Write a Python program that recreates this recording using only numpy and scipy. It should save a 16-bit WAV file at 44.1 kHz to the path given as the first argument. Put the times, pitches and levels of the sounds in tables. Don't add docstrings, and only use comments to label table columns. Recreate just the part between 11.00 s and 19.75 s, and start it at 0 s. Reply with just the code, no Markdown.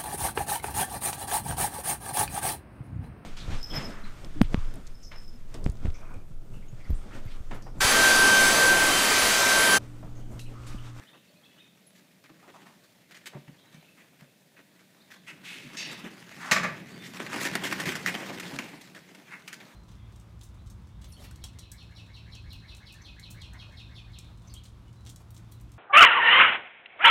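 import sys
import numpy as np
from scipy import signal
from scipy.fft import rfft, irfft, next_fast_len
from scipy.io import wavfile
from scipy.ndimage import uniform_filter1d, map_coordinates

SR = 44100
rng = np.random.default_rng(int(sys.argv[2]) if len(sys.argv) > 2 else 0)


def store_wav(level_fs):
    pcm = np.round(np.clip(np.atleast_2d(level_fs), -1, 1) * 32767)
    wavfile.write(sys.argv[1], SR, pcm.T.astype(np.int16))


N = 385875
TIME = np.arange(N) / SR
TOP_HZ = 15600

# f/Hz, relative density/dB
TOWN_SPECTRUM = [(15, -104), (25, -63), (107, -6.5), (183, 3), (221, -0.5), (389, -11.5), (421, -11),
                 (598, -5.5), (1170, -30.5), (2560, -14.5), (2920, -18.5), (3630, -15), (5140, -20.5),
                 (10900, -22.5), (15500, -23.5)]
# f/Hz, t60/s
WALL_DECAY = [(150, 1), (1000, 0.38), (3000, 0.66), (10000, 0.15)]

# t/s, start f/Hz, level/dB
CHIRP_CALLS = [(.066, 2950, -59), (.134, 2565, -59), (.432, 3200, -60), (.578, 2900, -59.5),
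               (2.579, 3200, -63), (2.84, 2550, -63), (4.002, 3550, -61), (4.155, 3300, -61)]
CHIRP_S, CHIRP_RISE = 0.024, 1.52
# t/s, length/s, start f/Hz, level/dB
PIP_CALLS = [(.085, .014, 3560, -55.5), (.283, 0.019, 4350, -66), (0.296, .025, 590, -61.5),
             (.358, 0.017, 2480, -65), (.452, .02, 2580, -60), (.456, .014, 3360, -58),
             (.6, 0.014, 3620, -53.5), (.606, .025, 2500, -61), (.866, .017, 10660, -55.5),
             (2.68, .03, 2210, -76), (3.26, .025, 2570, -69), (5.912, 0.056, 4480, -58.5),
             (5.988, 0.064, 3540, -55)]
PIP_RISE = 1.06
# start t/s, end t/s, level/dB
TWITTER_SPELLS = [(0.02, 0.7, -71.5), (2.55, 3.102, -68.5)]

# t/s, level/dB, f/Hz
PUFF_THUDS = [(1.298, -51.5, 318), (2.349, -38, 141), (2.478, -44, 144.4), (2.744, -47, 153),
              (3.215, -48, 142.6), (4.318, -50, 300), (4.647, -42, 246), (5.036, -41, 219),
              (5.515, -41, 177), (5.594, -40.5, 175), (6.866, -33.5, 167), (7.528, -36, 277),
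              (7.728, -46.5, 284)]
# f/Hz, relative density/dB
EDDY_SPECTRUM = [(15, -45), (25, -15), (102, -26), (145, 3), (227, -9.5), (285, -10.5), (425, -33),
                 (600, -14), (780, -71), (1320, -120)]
# f/Hz, relative density/dB
DRAUGHT_SPECTRUM = [(15, -80), (25, -30), (81, -17), (118, -4), (177, 3.5), (325, -10.5), (424, -12),
                    (450, -9), (580, -56), (990, -120)]
# f/Hz, width/Hz, lift/dB
DRAUGHT_BOOM = [(184, 16, 3.5)]
WAKE_DB, WAKE_RISE_S, WAKE_T60_S = -35, 0.024, 1.6

# t/s, level/dB
EFFORT_BEFORE = [(0.0, -59), (0.18, -68), (1.27, -67), (1.49, -61), (1.87, -66), (2.87, -65), (3.4, -71.5),
                 (4.05, -65.5), (4.69, -54), (4.93, -49), (5.13, -55.5), (5.45, -50.5)]
# t/s, level/dB
EFFORT_AFTER = [(5.85, -54), (6.05, -51), (6.46, -42.5), (6.79, -40.5), (7.55, -46.5), (7.71, -52.5),
                (8.01, -60), (8.53, -57), (8.75, -59)]
SLIDE_AIR_DB, SLIDE_VANE_DB, SLIDE_BARB_DB, DRAUGHT_DB = -3, -3, -7, -0.5

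# t/s, rise/s, hold/s, t60/s, level/dB, lower edge f/Hz, upper edge f/Hz,
# fall/(octaves per s), high hiss/dB, reflection/dB
SWISH_PASSES = [(4.26, 0.026, 0.022, 0.092, -42, 1670, 3150, 4.1, -11, -25),
                (4.431, 0.03, 0.043, 1, -42.5, 1900, 3780, 0.21, -9.5, -22),
                (4.768, 0.0036, 0.042, 0.8, -37.5, 2280, 6800, 3.6, -15, -6),
                (5.37, 0.066, 0.096, 0.75, -40, 1110, 2250, 3.2, -11, -25),
                (8.297, 0.029, 0.015, 0.17, -41.5, 1400, 2310, 1.6, -20.5, -11)]
# f/Hz, width/Hz, lift/dB
SWISH_RESONANCES = [(2170, 200, 6.5), (2590, 120, 8), (3680, 67, -2), (4640, 200, 0), (5460, 260, 0),
                    (6300, 160, 4)]
REFLECTION_S = 0.00108
RUN_START_S, BEAT_S, RUN_DB, RUN_EDGE_DB = 1.422, 0.114, -52, -4.5

# f/Hz, relative density/dB
FEATHER_SPECTRUM = [(120, -29), (200, 5.5), (352, 1), (430, -5.5), (618, -5.5), (690, -6), (1280, -5.5),
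                    (1910, 0), (2330, -3.5), (2750, -5.5), (3960, -11), (6960, -15), (9310, -20.5),
                    (14700, -25.5), (15500, -27)]
# t/s, length/s, drive level/dB, brightness/dB
WING_SWEEPS = [(0.016, 0.024, -65, -5), (0.124, 0.04, -64.5, -12), (0.94, 0.054, -68.5, 10),
               (1.232, 0.028, -58, -1), (1.288, .022, -61.5, -9), (1.475, .025, -62, -9),
               (1.594, .035, -60, -6), (1.661, .022, -59, 2), (1.833, 0.014, -70, 15.5),
               (2.321, 0.051, -59, -14), (2.473, 0.02, -57.5, -6), (2.71, 0.053, -62, 1),
               (2.96, 0.055, -60.5, -1.5), (3.186, 0.041, -61, 0.5), (3.557, 0.037, -60, -4),
               (3.79, 0.014, -62.5, 0), (4.102, 0.041, -53.5, 2.5), (4.914, 0.02, -48, 0),
               (5.032, 0.043, -48, -4.5), (5.297, 0.025, -54, -2), (6.03, 0.043, -48, 4),
               (6.151, 0.02, -47.5, 4.5), (6.19, 0.031, -40, -5.5), (6.306, 0.082, -36.5, -3.5),
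               (6.387, 0.085, -37.5, 4), (6.523, 0.022, -40, -1), (7.199, 0.029, -46, -13),
               (7.292, 0.027, -48, -14), (7.501, 0.042, -51, -9.5), (7.808, 0.013, -55.5, 8)]
SWEEP_RISE_SHARE, SWEEP_T60_S = 0.32, 0.092
# t/s, length/s, drive level/dB, brightness/dB
WING_SLAPS = [(2.11, 0.013, -51.5, 2.5), (2.145, .03, -54, 2.5), (2.258, 0.016, -45.5, 6.5),
              (3.591, 0.0045, -56, -9.5), (4.376, 0.0033, -61, -1), (4.586, .002, -53, -2),
              (6.264, 0.0015, -39, -1), (6.456, 0.0024, -37, -4), (6.553, 0.0015, -27.5, 0),
              (6.637, 0.031, -33.5, 2.5), (6.712, 0.022, -34, -2), (6.8, 0.0052, -32.5, 1.5),
              (6.856, 0.044, -33, 0.5), (6.953, 0.0048, -38, 4.5), (7.061, 0.0037, -32.5, 5.5),
              (7.073, 0.015, -33.5, 1.5), (7.143, 0.0066, -36.5, -3.5), (7.398, 0.0032, -38, 5),
              (7.588, 0.0033, -30, -3), (7.73, 0.011, -51, -7.5), (7.948, 0.02, -48.5, -2),
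              (8.148, 0.0045, -50, 1), (8.477, 0.0048, -44.5, 6), (8.529, 0.0081, -46.5, 7.5),
              (8.602, 0.011, -52, 0)]
SLAP_RISE_S, SLAP_T60_S, SLAP_T60_PER_LENGTH = 0.0007, 0.055, 1.6
QUILL_DB = 9
STROKE_AIR_DB, STROKE_BARB_DB = -6.5, -6.5

# t/s, level/dB, t60/s, treble/dB
CLAP_ARRIVALS = [(5.512, -16.5, 0.16, 2), (5.561, -24, 0.22, -10.5), (5.631, -27.5, 0.14, -9.5),
                 (5.645, -30.5, 0.28, -21)]
# f/Hz, relative density/dB
CLAP_SPECTRUM = [(88, -35), (150, 0), (225, -6), (308, -21), (618, -4), (736, -16.5), (1150, -5),
                 (2140, 0.5), (2980, -9), (7410, -12.5), (8490, -22), (12500, -27), (15500, -32)]
# f/Hz, width/Hz, lift/dB
CLAP_RESONANCES = [(664, 22, 6), (857, 58, 9), (1160, 34, 9), (1495, 22, 10), (1760, 260, 4), (2507, 77, 7),
                   (5140, 140, 4.5)]


def amp(db):
    return 10 ** (np.asarray(db) / 20)


def unit(x):
    return x / np.sqrt(np.mean(x ** 2) + 1e-20)


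def along(points, hz):
    f, v = np.transpose(points)
    return np.interp(np.log(hz + 1), np.log(f + 1), v)


def below(hz, edge_hz, order=4):
    return 1 / np.sqrt(1 + (hz / edge_hz) ** (2 * order))


def above(hz, edge_hz, order=4):
    return below(edge_hz, hz + 1, order=order)


def bumps(modes, hz):
    return sum(db / (1 + (2 * (hz - centre) / width) ** 2) for centre, width, db in modes)


def colour(x, gain, size=4096):
    log_gain = np.log(np.maximum(gain(np.fft.rfftfreq(size, 1 / SR)), 1e-6))
    cepstrum = irfft(log_gain)
    cepstrum[1:size // 2] *= 2
    cepstrum[size // 2 + 1:] = 0
    response = irfft(np.exp(rfft(cepstrum)))
    return signal.oaconvolve(x, response / np.linalg.norm(response))[:len(x)]


def wobble(rate):
    knots = rng.standard_normal(int(N * rate / SR) + 4)
    return map_coordinates(knots, [TIME * rate])


def add(track, s, sound):
    part = track[max(round(s * SR), 0):][:len(sound)]
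    part += sound[:len(part)]


def swell(t, rise, hold, t60):
    attack = np.sin(np.pi / 2 * np.clip(t / rise, 0, 1)) ** 2
    return attack * amp(-60 * np.maximum(t - rise - hold, 0) / t60)


def town():
    noise = colour(rng.standard_normal(N), lambda hz: amp(along(TOWN_SPECTRUM, hz)))
    return amp(-63.0 + 0.55 * wobble(4.25)) * noise


def walls(x, delay=0.006):
    hz, t, z = signal.stft(rng.standard_normal(SR * 3 // 4), SR, nperseg=256)
    decay = amp(-60 * t / along(WALL_DECAY, hz)[:, None])
    tail = signal.istft(z * decay, SR, nperseg=256)[1]
    tail = np.pad(tail, (int(delay * SR), 0))
    return signal.fftconvolve(x, tail / np.linalg.norm(tail))[:N]


def whistle(length, start_hz, end_hz, bend=2.68):
    u = np.linspace(0, 1, int(length * SR))
    pitch = start_hz + (end_hz - start_hz) * u ** bend
    envelope = np.sqrt(np.abs(np.sin(np.pi * u)))
    return envelope * np.sin(2 * np.pi * np.cumsum(pitch) / SR)


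def chirps(count=13, far_hz=2900):
    near, far = np.zeros((2, N))
    for s, start_hz, db in CHIRP_CALLS:
        add(near, s, amp(db) * whistle(CHIRP_S, start_hz, CHIRP_RISE * start_hz))
    for s, length, start_hz, db in PIP_CALLS:
        add(near, s, amp(db) * whistle(length, start_hz, PIP_RISE * start_hz))
    for start, end, db in TWITTER_SPELLS:
        for when, height, glide in rng.random((count, 3)):
            pitch_hz = far_hz * 2 ** (height - 0.5)
            call = whistle(0.0358, pitch_hz, pitch_hz * (0.9 + 0.37 * glide))
            add(far, start + when * (end - start), amp(db) * call)
    return near + far * wobble(160)


def effort_db():
    return np.interp(TIME, *np.transpose(list(EFFORT_BEFORE) + list(EFFORT_AFTER)))


def air(eddy_db=-4, puff_t60=0.19):
    pushes, t = np.zeros(N), np.arange(SR // 2) / SR
    for s, db, pitch_hz in PUFF_THUDS:
        eddies = unit(colour(rng.standard_normal(len(t)), lambda hz: amp(along(EDDY_SPECTRUM, hz))))
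        thud = np.sin(2 * np.pi * pitch_hz * t) + amp(eddy_db) * eddies
        add(pushes, s, amp(db) * thud * swell(t, 0.0045, 0.009, puff_t60))
    wake = amp(WAKE_DB) * swell(TIME - CLAP_ARRIVALS[0][0], WAKE_RISE_S, 0, WAKE_T60_S)
    strength = np.hypot(amp(effort_db() + DRAUGHT_DB), wake)
    swirl = strength * amp(1.5 * wobble(25)) * rng.standard_normal(N)
    tone = lambda hz: amp(along(DRAUGHT_SPECTRUM, hz) + bumps(DRAUGHT_BOOM, hz))
    return pushes + colour(swirl, tone)


def friction(slip_rate, slip_db, clump_db):
    ticks = (rng.random(N) < slip_rate / SR) * rng.exponential(size=N) ** 2
    power = signal.lfilter([1], [1, -np.exp(-1000 / SR)], ticks)
    slips = np.sqrt(1 + amp(slip_db) ** 2 * power / power.mean())
    return unit(rng.standard_normal(N) * slips * amp(clump_db * wobble(130)))


def wingbeats(count=3, rise=0.01, hold=0.013, t60=0.24, low_hz=770, high_hz=1250, fall=0.9,
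              hiss_db=-16, echo_db=-18):
    rows = []
    for k, place in enumerate(np.linspace(-1, 1, count)):
        level_db = RUN_DB + RUN_EDGE_DB * place ** 2
        rows.append((RUN_START_S + k * BEAT_S, rise, hold, t60, level_db,
                     low_hz, high_hz, fall, hiss_db, echo_db))
    return rows


def swishes(hiss_top_hz=10500):
    out, t = np.zeros(N), np.arange(SR * 3 // 4) / SR
    rub = friction(slip_rate=500, slip_db=-8, clump_db=1)
    rows = list(SWISH_PASSES) + wingbeats()
    for s, rise, hold, t60, db, low_hz, high_hz, fall, hiss_db, echo_db in rows:
        grain = np.roll(rub, -round(s * SR))[:len(t)]
        hz, when, z = signal.stft(grain, SR, nperseg=512)
        sunk = hz[:, None] * 2 ** (fall * when)
        skirt = amp(hiss_db) * below(sunk, hiss_top_hz, order=3) * below(sunk, 2 * high_hz, order=1)
        band = above(sunk, low_hz, order=3) * (below(sunk, high_hz, order=9) + skirt)
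        comb = np.abs(1 + amp(echo_db) * np.exp(2j * np.pi * hz * REFLECTION_S))
        band = band * (comb * amp(bumps(SWISH_RESONANCES, hz)))[:, None]
        shaped = z * band / np.linalg.norm(band, axis=0)
        hiss = unit(signal.istft(shaped, nperseg=512)[1][:len(t)])
        add(out, s, amp(db) * hiss * swell(t, rise, hold, t60))
    return out


def strokes():
    t = np.arange(SR // 3) / SR
    for s, length, db, bright_db in WING_SWEEPS:
        rise = SWEEP_RISE_SHARE * length
        yield s, amp(db) * swell(t, rise, length - rise, SWEEP_T60_S), bright_db
    for s, length, db, bright_db in WING_SLAPS:
        t60 = SLAP_T60_S + SLAP_T60_PER_LENGTH * length
        yield s, amp(db) * swell(t, SLAP_RISE_S, length, t60), bright_db


def wings(air_hz=1200, barb_hz=3600):
    rub = friction(slip_rate=300, slip_db=-4, clump_db=1.4)
    sliding_db = effort_db() + 1.8 * wobble(32)
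    # (band, dB in a stroke, response to brightness, dB while sliding)
    parts = [(lambda hz: above(hz, 269) * below(hz, air_hz), STROKE_AIR_DB, -1, SLIDE_AIR_DB),
             (lambda hz: above(hz, air_hz) * below(hz, barb_hz), 0, 0, SLIDE_VANE_DB),
             (lambda hz: above(hz, barb_hz), STROKE_BARB_DB, 1, SLIDE_BARB_DB)]
    out = np.zeros(N)
    for band, stroke_db, lean, slide_db in parts:
        beats = np.zeros(N)
        for s, envelope, bright_db in strokes():
            add(beats, s, amp(stroke_db + lean * bright_db) * envelope)
        force = np.hypot(beats, amp(sliding_db + slide_db + wobble(60)))
        rasp = force * rub * rng.choice([-1, 1], N)
        out += colour(rasp, lambda hz: band(hz) * amp(along(FEATHER_SPECTRUM, hz)))
    return out


def patchy(x, depth_db=2.0, size=7):
    z = signal.stft(x, nperseg=512)[2]
    field = rng.standard_normal(z.shape)
    for axis in (0, 1, 0, 1):
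        field = uniform_filter1d(field, size - 2 * axis, axis=axis)
    return signal.istft(z * amp(depth_db * unit(field)), nperseg=512)[1][:N]


def snaps(t60=0.012, treble_hz=4000):
    out, t = np.zeros(N), np.arange(SR // 12) / SR
    for s, _, db, bright_db in WING_SLAPS:
        burst = rng.standard_normal(len(t)) * swell(t, 0.00016, 0, t60)
        treble = lambda hz: bright_db * above(hz, treble_hz, order=2)
        crack = colour(burst, lambda hz: amp(along(FEATHER_SPECTRUM, hz) + treble(hz)))
        add(out, s, amp(db + QUILL_DB) * crack / np.abs(crack).max())
    return out


def bounce(x, delay, db):
    reflection = np.interp(TIME - delay, TIME, x, left=0)
    return (x + amp(db) * reflection) / np.hypot(1, amp(db))


def clap(rise=0.00093, hold=0.0071, treble_hz=3200):
    out, t = np.zeros(N), np.arange(SR // 2) / SR
    for s, db, t60, treble_db in CLAP_ARRIVALS:
        burst = rng.standard_normal(len(t)) * swell(t, rise, hold, t60)
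        treble = lambda hz: treble_db * above(hz, treble_hz, order=2)
        tone = lambda hz: amp(along(CLAP_SPECTRUM, hz) + bumps(CLAP_RESONANCES, hz) + treble(hz))
        add(out, s, amp(db) * colour(burst, tone))
    return out


def scene():
    birds = chirps()
    feathers = bounce(patchy(wings()) + snaps(), delay=0.0033, db=-25)
    pigeon = feathers + clap() + swishes()
    answer = walls(amp(-13) * pigeon + amp(-1) * birds)
    return (town() + answer + amp(2.0) * birds + amp(-1.5) * air() + pigeon)[None]


def record(dry):
    size = next_fast_len(N + SR // 4)
    kept = np.fft.rfftfreq(size, 1 / SR) < TOP_HZ
    return irfft(rfft(dry, size) * kept, size)[:, :N]


dry = scene()
out = record(dry)
store_wav(out)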